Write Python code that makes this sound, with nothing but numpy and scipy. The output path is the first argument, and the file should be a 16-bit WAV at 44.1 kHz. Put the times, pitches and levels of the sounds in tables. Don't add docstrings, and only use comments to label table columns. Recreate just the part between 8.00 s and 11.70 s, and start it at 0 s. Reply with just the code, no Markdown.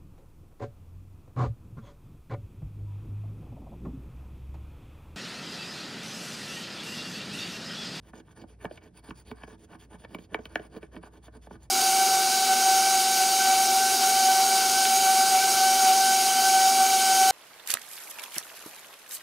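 import sys
import numpy as np
from scipy import signal
from scipy.fft import rfft, irfft
from scipy.io import wavfile
from scipy.ndimage import uniform_filter1d

SR = 44100
rng = np.random.default_rng(int(sys.argv[2]) if len(sys.argv) > 2 else 0)


def digitize_waveform(pressure):
    field = np.atleast_2d(pressure).T
    bounded = np.clip(field, -1, 1)
    quanta = np.round(bounded * 32767).astype(np.int16)
    wavfile.write(sys.argv[1], SR, quanta)


N = 163170

# hz, relative_db (per Hz)
AIR_SPECTRUM = [(30, -11), (50, -6), (80, 9.5), (330, -7.5), (600, -14), (1300, -30), (4500, -39.5),
                (9700, -36.5), (15800, -59)]
# hz, lead_rad
PORT_LEAD = [(0, 0), (4300, .9), (5000, .3), (7200, 3.14), (10600, 6.28), (13500, 9.42), (16000, 12.3)]
# hz, tilt_db
PORT_TILT = [(60, -0.5), (430, -3.5), (900, -1.5), (1500, 4.5), (2300, -2), (5500, -0.5)]
# start_s, length_s, grit_db, swell_db (rise over the stroke), card_db, table_db
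STROKES = [(0.025, 0.077, -68, 12, -68.5, -62.5), (0.139, 0.068, -65, 0.5, -60.5, -50.5),
           (0.251, 0.078, -71, 8.5, -67, -60.5), (0.361, 0.08, -65, -4.5, -59, -54),
           (0.48, 0.069, -69.5, -8.5, -69, -59), (0.597, 0.07, -64, 3.5, -56.5, -52),
           (0.699, 0.084, -65.5, 3, -67.5, -56), (0.815, 0.07, -68, -1.5, -62, -54),
           (0.939, 0.055, -64.5, 14, -61, -60.5), (1.033, 0.082, -62.5, 4.5, -58.5, -55.5),
           (1.153, 0.067, -60, 0.5, -65.5, -63), (1.257, 0.066, -63, 4, -61.5, -52),
           (1.352, 0.1, -67, 1.5, -61, -64), (1.474, 0.079, -64.5, 2, -60, -52.5),
           (1.586, 0.067, -64.5, 3.5, -71.5, -59), (1.688, 0.069, -65.5, 9, -56, -53),
           (1.797, 0.06, -62, -6.5, -63, -60), (1.899, 0.061, -65.5, 9, -56.5, -52.5),
           (1.99, 0.067, -66, -2.5, -65.5, -61), (2.085, 0.074, -65.5, 10, -61, -50.5),
           (2.185, 0.072, -64.5, -1.5, -69, -55.5), (2.295, 0.063, -66, 17.5, -57, -48),
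           (2.378, 0.095, -67.5, 9, -72, -67), (2.492, 0.089, -66, 4, -60, -54),
           (2.595, 0.077, -67, 8, -61, -59), (2.704, 0.077, -67.5, 11.5, -59.5, -49),
           (2.819, 0.057, -69, -16, -62, -71), (2.923, 0.057, -66, 3, -56.5, -44.5),
           (3.016, 0.063, -64.5, 10, -57.5, -57.5), (3.119, 0.065, -67.5, 2.5, -64, -52.5),
           (3.229, 0.05, -62, -2, -63, -63), (3.325, 0.047, -67.5, 10, -62, -53),
           (3.422, 0.052, -65.5, -2, -67, -65.5), (3.504, 0.056, -64.5, 5.5, -62, -48),
           (3.602, 0.056, -67, 8, -67.5, -79)]
# hz, relative_db (per Hz)
GRIT_SPECTRUM = [(1000, -1.5), (2500, 0), (3500, 4.5), (4000, -6.5), (4600, 5.5), (5300, -6), (6800, -0.5),
                 (7800, -13), (9700, 4), (10500, -8.5), (13000, -12), (15000, -13), (15700, -7),
                 (16300, -66)]
# pitch_hz, level_db (relative), t60_s
CARD_MODES = [(696, 1.5, 0.024), (887, 0.5, 0.037), (1033, 5, 0.012), (1222, -2, 0.025), (1477, 0.5, 0.023),
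              (1758, 3, 0.013), (2272, -6.5, 0.041), (2990, 2, 0.005)]
# pitch_hz, level_db (relative), t60_s
TABLE_MODES = [(121, -7.5, 0.1), (176.3, -6, 0.28), (243.4, 2.5, 0.078), (324.8, -1.5, 0.22),
               (430.8, 1.5, 0.12), (623.4, -1, 0.04)]
# start_s, card_peak_db, table_peak_db,
# card_hardness_db (per octave), table_lightness_db (per octave)
KNOCKS = [(0.133, -38.5, -41.5, -7, -3), (0.199, -46.5, -43.5, 7, 3), (0.416, -47, -39, 23, 1),
          (0.437, -41, -38, -17, -4.5), (0.645, -27, -29.5, -5.5, 8.5), (0.652, -27.5, -31, -0.5, -2),
          (0.71, -43.5, -32, 4.5, 7.5), (0.774, -41.5, -61, 6, -4), (1.086, -48, -36, 16, 0),
          (1.106, -34, -33, 1.5, -9), (1.313, -32, -30, 4, -2), (1.434, -32.5, -39.5, 0.5, -4),
          (1.476, -44, -40, -5.5, 16), (1.942, -49, -39, 1, 2.5), (2.038, -44.5, -47, -2, 0),
          (2.047, -39, -39.5, 4, 13), (2.146, -28.5, -29.5, 4, 8), (2.185, -42.5, -38, 9, 0.5),
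          (2.344, -18, -25.5, 2.5, 9.5), (2.389, -41, -34, 3, 5), (2.454, -32.5, -40.5, 10.5, 10),
          (2.556, -16, -30, 1.5, 8), (2.595, -41.5, -33, 6, 7.5), (2.764, -45.5, -33.5, 10, 6.5),
          (2.828, -41.5, -35, 5.5, 6), (2.964, -38.5, -33, 4.5, -1.5), (3.034, -38, -43, 2, 5),
          (3.28, -45, -44.5, -2, 16), (3.469, -41.5, -44, -4.5, 11), (3.508, -34.5, -38, -10.5, 2),
          (3.554, -47, -46, -5, -16)]
# start_s, peak_db
FLAKES = [(0.645, -42), (1.314, -45), (2.148, -39), (2.345, -38.5), (2.454, -42), (2.554, -38)]
# hz, t60_s
ROOM_T60 = [(500, 0.36), (3000, 0.06)]

AIR_DB, AIR_APART_DB, AIR_SAME_HZ = -58.5, -5.5, 525
HUM_HZ, HUM_HALF_WIDTH_HZ, HUM_DB = 58.56, 0.92, -57.5
RISE_S, FALL_S = 0.01, 0.01
GRIT_DRIFT_DB, CARD_DRIFT_DB, FLICKER_DB = 3, 2, 2
SLIPS_PER_S, SLIP_SPREAD_DB = 3000, 4
JOLTS_PER_S, JOLT_SPREAD_DB = 270, 1
CARD_LOW_HZ, DAMPED_S = 306, 0.025
SNAP_S, SNAP_ROUGH, THUD_S = 0.0012, 1.56, 0.0015
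DRAG_PER_DB, HARD_DB = 0.65, -23.5
RATTLE, RATTLE_S = 1, 0.0044
FLAKE_S, FLAKE_BRIGHT = 0.0013, 0.26
ROOM_DB, ROOM_LOW_HZ = -11.5, 267
EDGE_HZ = 16500


def amp(db):
    return 10 ** (np.asarray(db) / 20)


def evened(x):
    return x / np.sqrt(np.mean(x ** 2) + 1e-20)


def unit(x):
    return x / np.linalg.norm(x)


def read(points, hz):
    f, value = np.transpose(points)
    return np.interp(np.log(hz + 1), np.log(f + 1), value)


def air():
    hz = np.fft.rfftfreq(N, 1 / SR)
    shared, apart, hum = rfft(rng.standard_normal((3, N)))
    apart = apart * hz / (hz + AIR_SAME_HZ)
    shared, apart = irfft(amp(read(AIR_SPECTRUM, hz)) * np.array([shared, apart]), N)
    noise = ports(shared) + amp(AIR_APART_DB) * apart * [[1], [-1]]
    resonance = 1 / (1 + ((hz - HUM_HZ) / HUM_HALF_WIDTH_HZ) ** 2)
    band = signal.hilbert(irfft(hum * resonance, N))
    hum = (band / abs(band) ** 0.15).real
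    return amp(AIR_DB) * evened(noise) + amp(HUM_DB) * evened(hum)


def ports(x):
    hz = np.fft.rfftfreq(N, 1 / SR)
    lead = np.exp(.5j * np.interp(hz, *np.transpose(PORT_LEAD)))
    left = lead * amp(.5 * read(PORT_TILT, hz))
    return irfft(rfft(x) * np.array([left, 1 / left]), N)


def coin():
    coating = evened(uniform_filter1d(rng.standard_normal(N), size=300))
    grit = drifting(rng.standard_normal(N), GRIT_DRIFT_DB) * amp(FLICKER_DB * coating)
    slips = drifting(clicks(SLIPS_PER_S, SLIP_SPREAD_DB), CARD_DRIFT_DB)
    jolts = clicks(JOLTS_PER_S, JOLT_SPREAD_DB)

    low_cut = signal.butter(2, CARD_LOW_HZ, "high", fs=SR, output="sos")
    hiss = unit(colour(GRIT_SPECTRUM))
    card = unit(signal.sosfilt(low_cut, ring(CARD_MODES)))
    table = unit(ring(TABLE_MODES))
    damped = [body * np.exp(-np.arange(len(body)) / SR / DAMPED_S) for body in (card, table)]

    drives = [*(strokes() * [grit, slips, jolts]), *knocks(damped)]
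    bodies = [hiss, card, table, *damped]
    return sum(signal.oaconvolve(x, body)[:N] for x, body in zip(drives, bodies))


def strokes():
    t, pressure = np.arange(N) / SR, np.zeros((3, N))
    for start, length, grit_db, swell_db, card_db, table_db in STROKES:
        on = (1 + np.tanh((t - start) / RISE_S)) / 2
        off = (1 - np.tanh((t - start - length) / FALL_S)) / 2
        place = np.clip((t - start) / length - .5, -.5, .5)
        levels = amp([[grit_db], [card_db], [table_db]])
        pressure += levels * on * off * amp(swell_db * place)
    return pressure


def drifting(x, drift_db):
    z = signal.stft(x, nperseg=256, noverlap=192)[2]
    patches = uniform_filter1d(rng.standard_normal(z.shape), size=7, axis=0)
    patches = uniform_filter1d(patches, size=40, axis=1)
    return signal.istft(z * amp(drift_db * evened(patches)), nperseg=256, noverlap=192)[1][:N]


def clicks(per_s, spread_db):
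    hit = rng.random(N) < per_s / SR
    size = np.minimum(rng.exponential(1, N), 5)
    sign = rng.choice([-1., 1.], N)
    return evened(hit * sign * amp(spread_db * size))


def colour(points):
    log_gain = np.log(amp(read(points, abs(np.fft.fftfreq(4096, 1 / SR)))))
    return np.fft.ifft(np.exp(np.conj(signal.hilbert(log_gain)))).real[:1024]


def ring(modes):
    t = np.arange(SR // 4) / SR
    out = np.zeros(len(t))
    for k, (hz, db, t60) in enumerate(modes):
        out += (-1) ** k * amp(db - 60 * t / t60) * np.sin(2 * np.pi * hz * t)
    return out


def knocks(bodies):
    t = np.arange(1024) / SR
    out, hz = np.zeros((2, N + len(t))), np.fft.rfftfreq(len(t), 1 / SR)
    card_octaves = np.log2(np.clip(hz, 500, 4000) / 1500)
    table_octaves = np.log2(np.clip(hz, 150, 600) / 320)
    click = signal.unit_impulse(len(t))
    blunt = t * np.exp(-t / THUD_S)
    for start, card_db, table_db, hard_db, light_db in KNOCKS:
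        slap_noise, rattle_noise = rng.standard_normal((2, len(t)))
        drag_s = SNAP_S * amp(-DRAG_PER_DB * (card_db - HARD_DB))
        slap = click + SNAP_ROUGH * unit(slap_noise * np.exp(-t / drag_s))
        rattle = click + RATTLE * unit(rattle_noise * np.exp(-t / RATTLE_S))
        thud = np.diff(np.convolve(rattle, blunt)[:len(t)], prepend=0)
        tilts = amp([hard_db * card_octaves, light_db * table_octaves])
        pushes = irfft(rfft(np.roll([slap, thud], 40, axis=1)) * tilts) * (t < t[-1] * .75)
        for row, push, db, body in zip(out, pushes, (card_db, table_db), bodies):
            peak = abs(signal.fftconvolve(push, body[:2 * len(t)])).max()
            row[round(start * SR):][:len(t)] += amp(db) * push / peak
    return out[:, :N]


def room(x):
    hz, t, z = signal.stft(rng.standard_normal((2, SR // 2)), SR, nperseg=128)
    decay = amp(-60 * t / read(ROOM_T60, hz)[:, None])
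    bass_cut = (hz / (hz + ROOM_LOW_HZ))[:, None] ** 2
    tail = signal.istft(z * decay * bass_cut, SR, nperseg=128)[1]
    tail = tail / np.linalg.norm(tail[0])
    return amp(ROOM_DB) * signal.fftconvolve(x[None], tail, axes=1)[:, :N]


def flakes():
    t, out = np.arange(512) / SR, np.zeros(N)
    for start, db in FLAKES:
        burst = signal.lfilter([1, -FLAKE_BRIGHT], [1], rng.standard_normal(len(t)))
        burst = burst * t * np.exp(-t / FLAKE_S)
        out[round(start * SR):][:len(t)] += amp(db) * burst / abs(burst).max()
    return out


def scene():
    dry = coin()
    return ports(dry + flakes()) + room(dry) + air()


def record(dry):
    low_pass = signal.firwin(511, EDGE_HZ, window=("kaiser", 9), fs=SR)
    return signal.oaconvolve(dry, low_pass[None], "same")


dry = scene()
out = record(dry)
digitize_waveform(out)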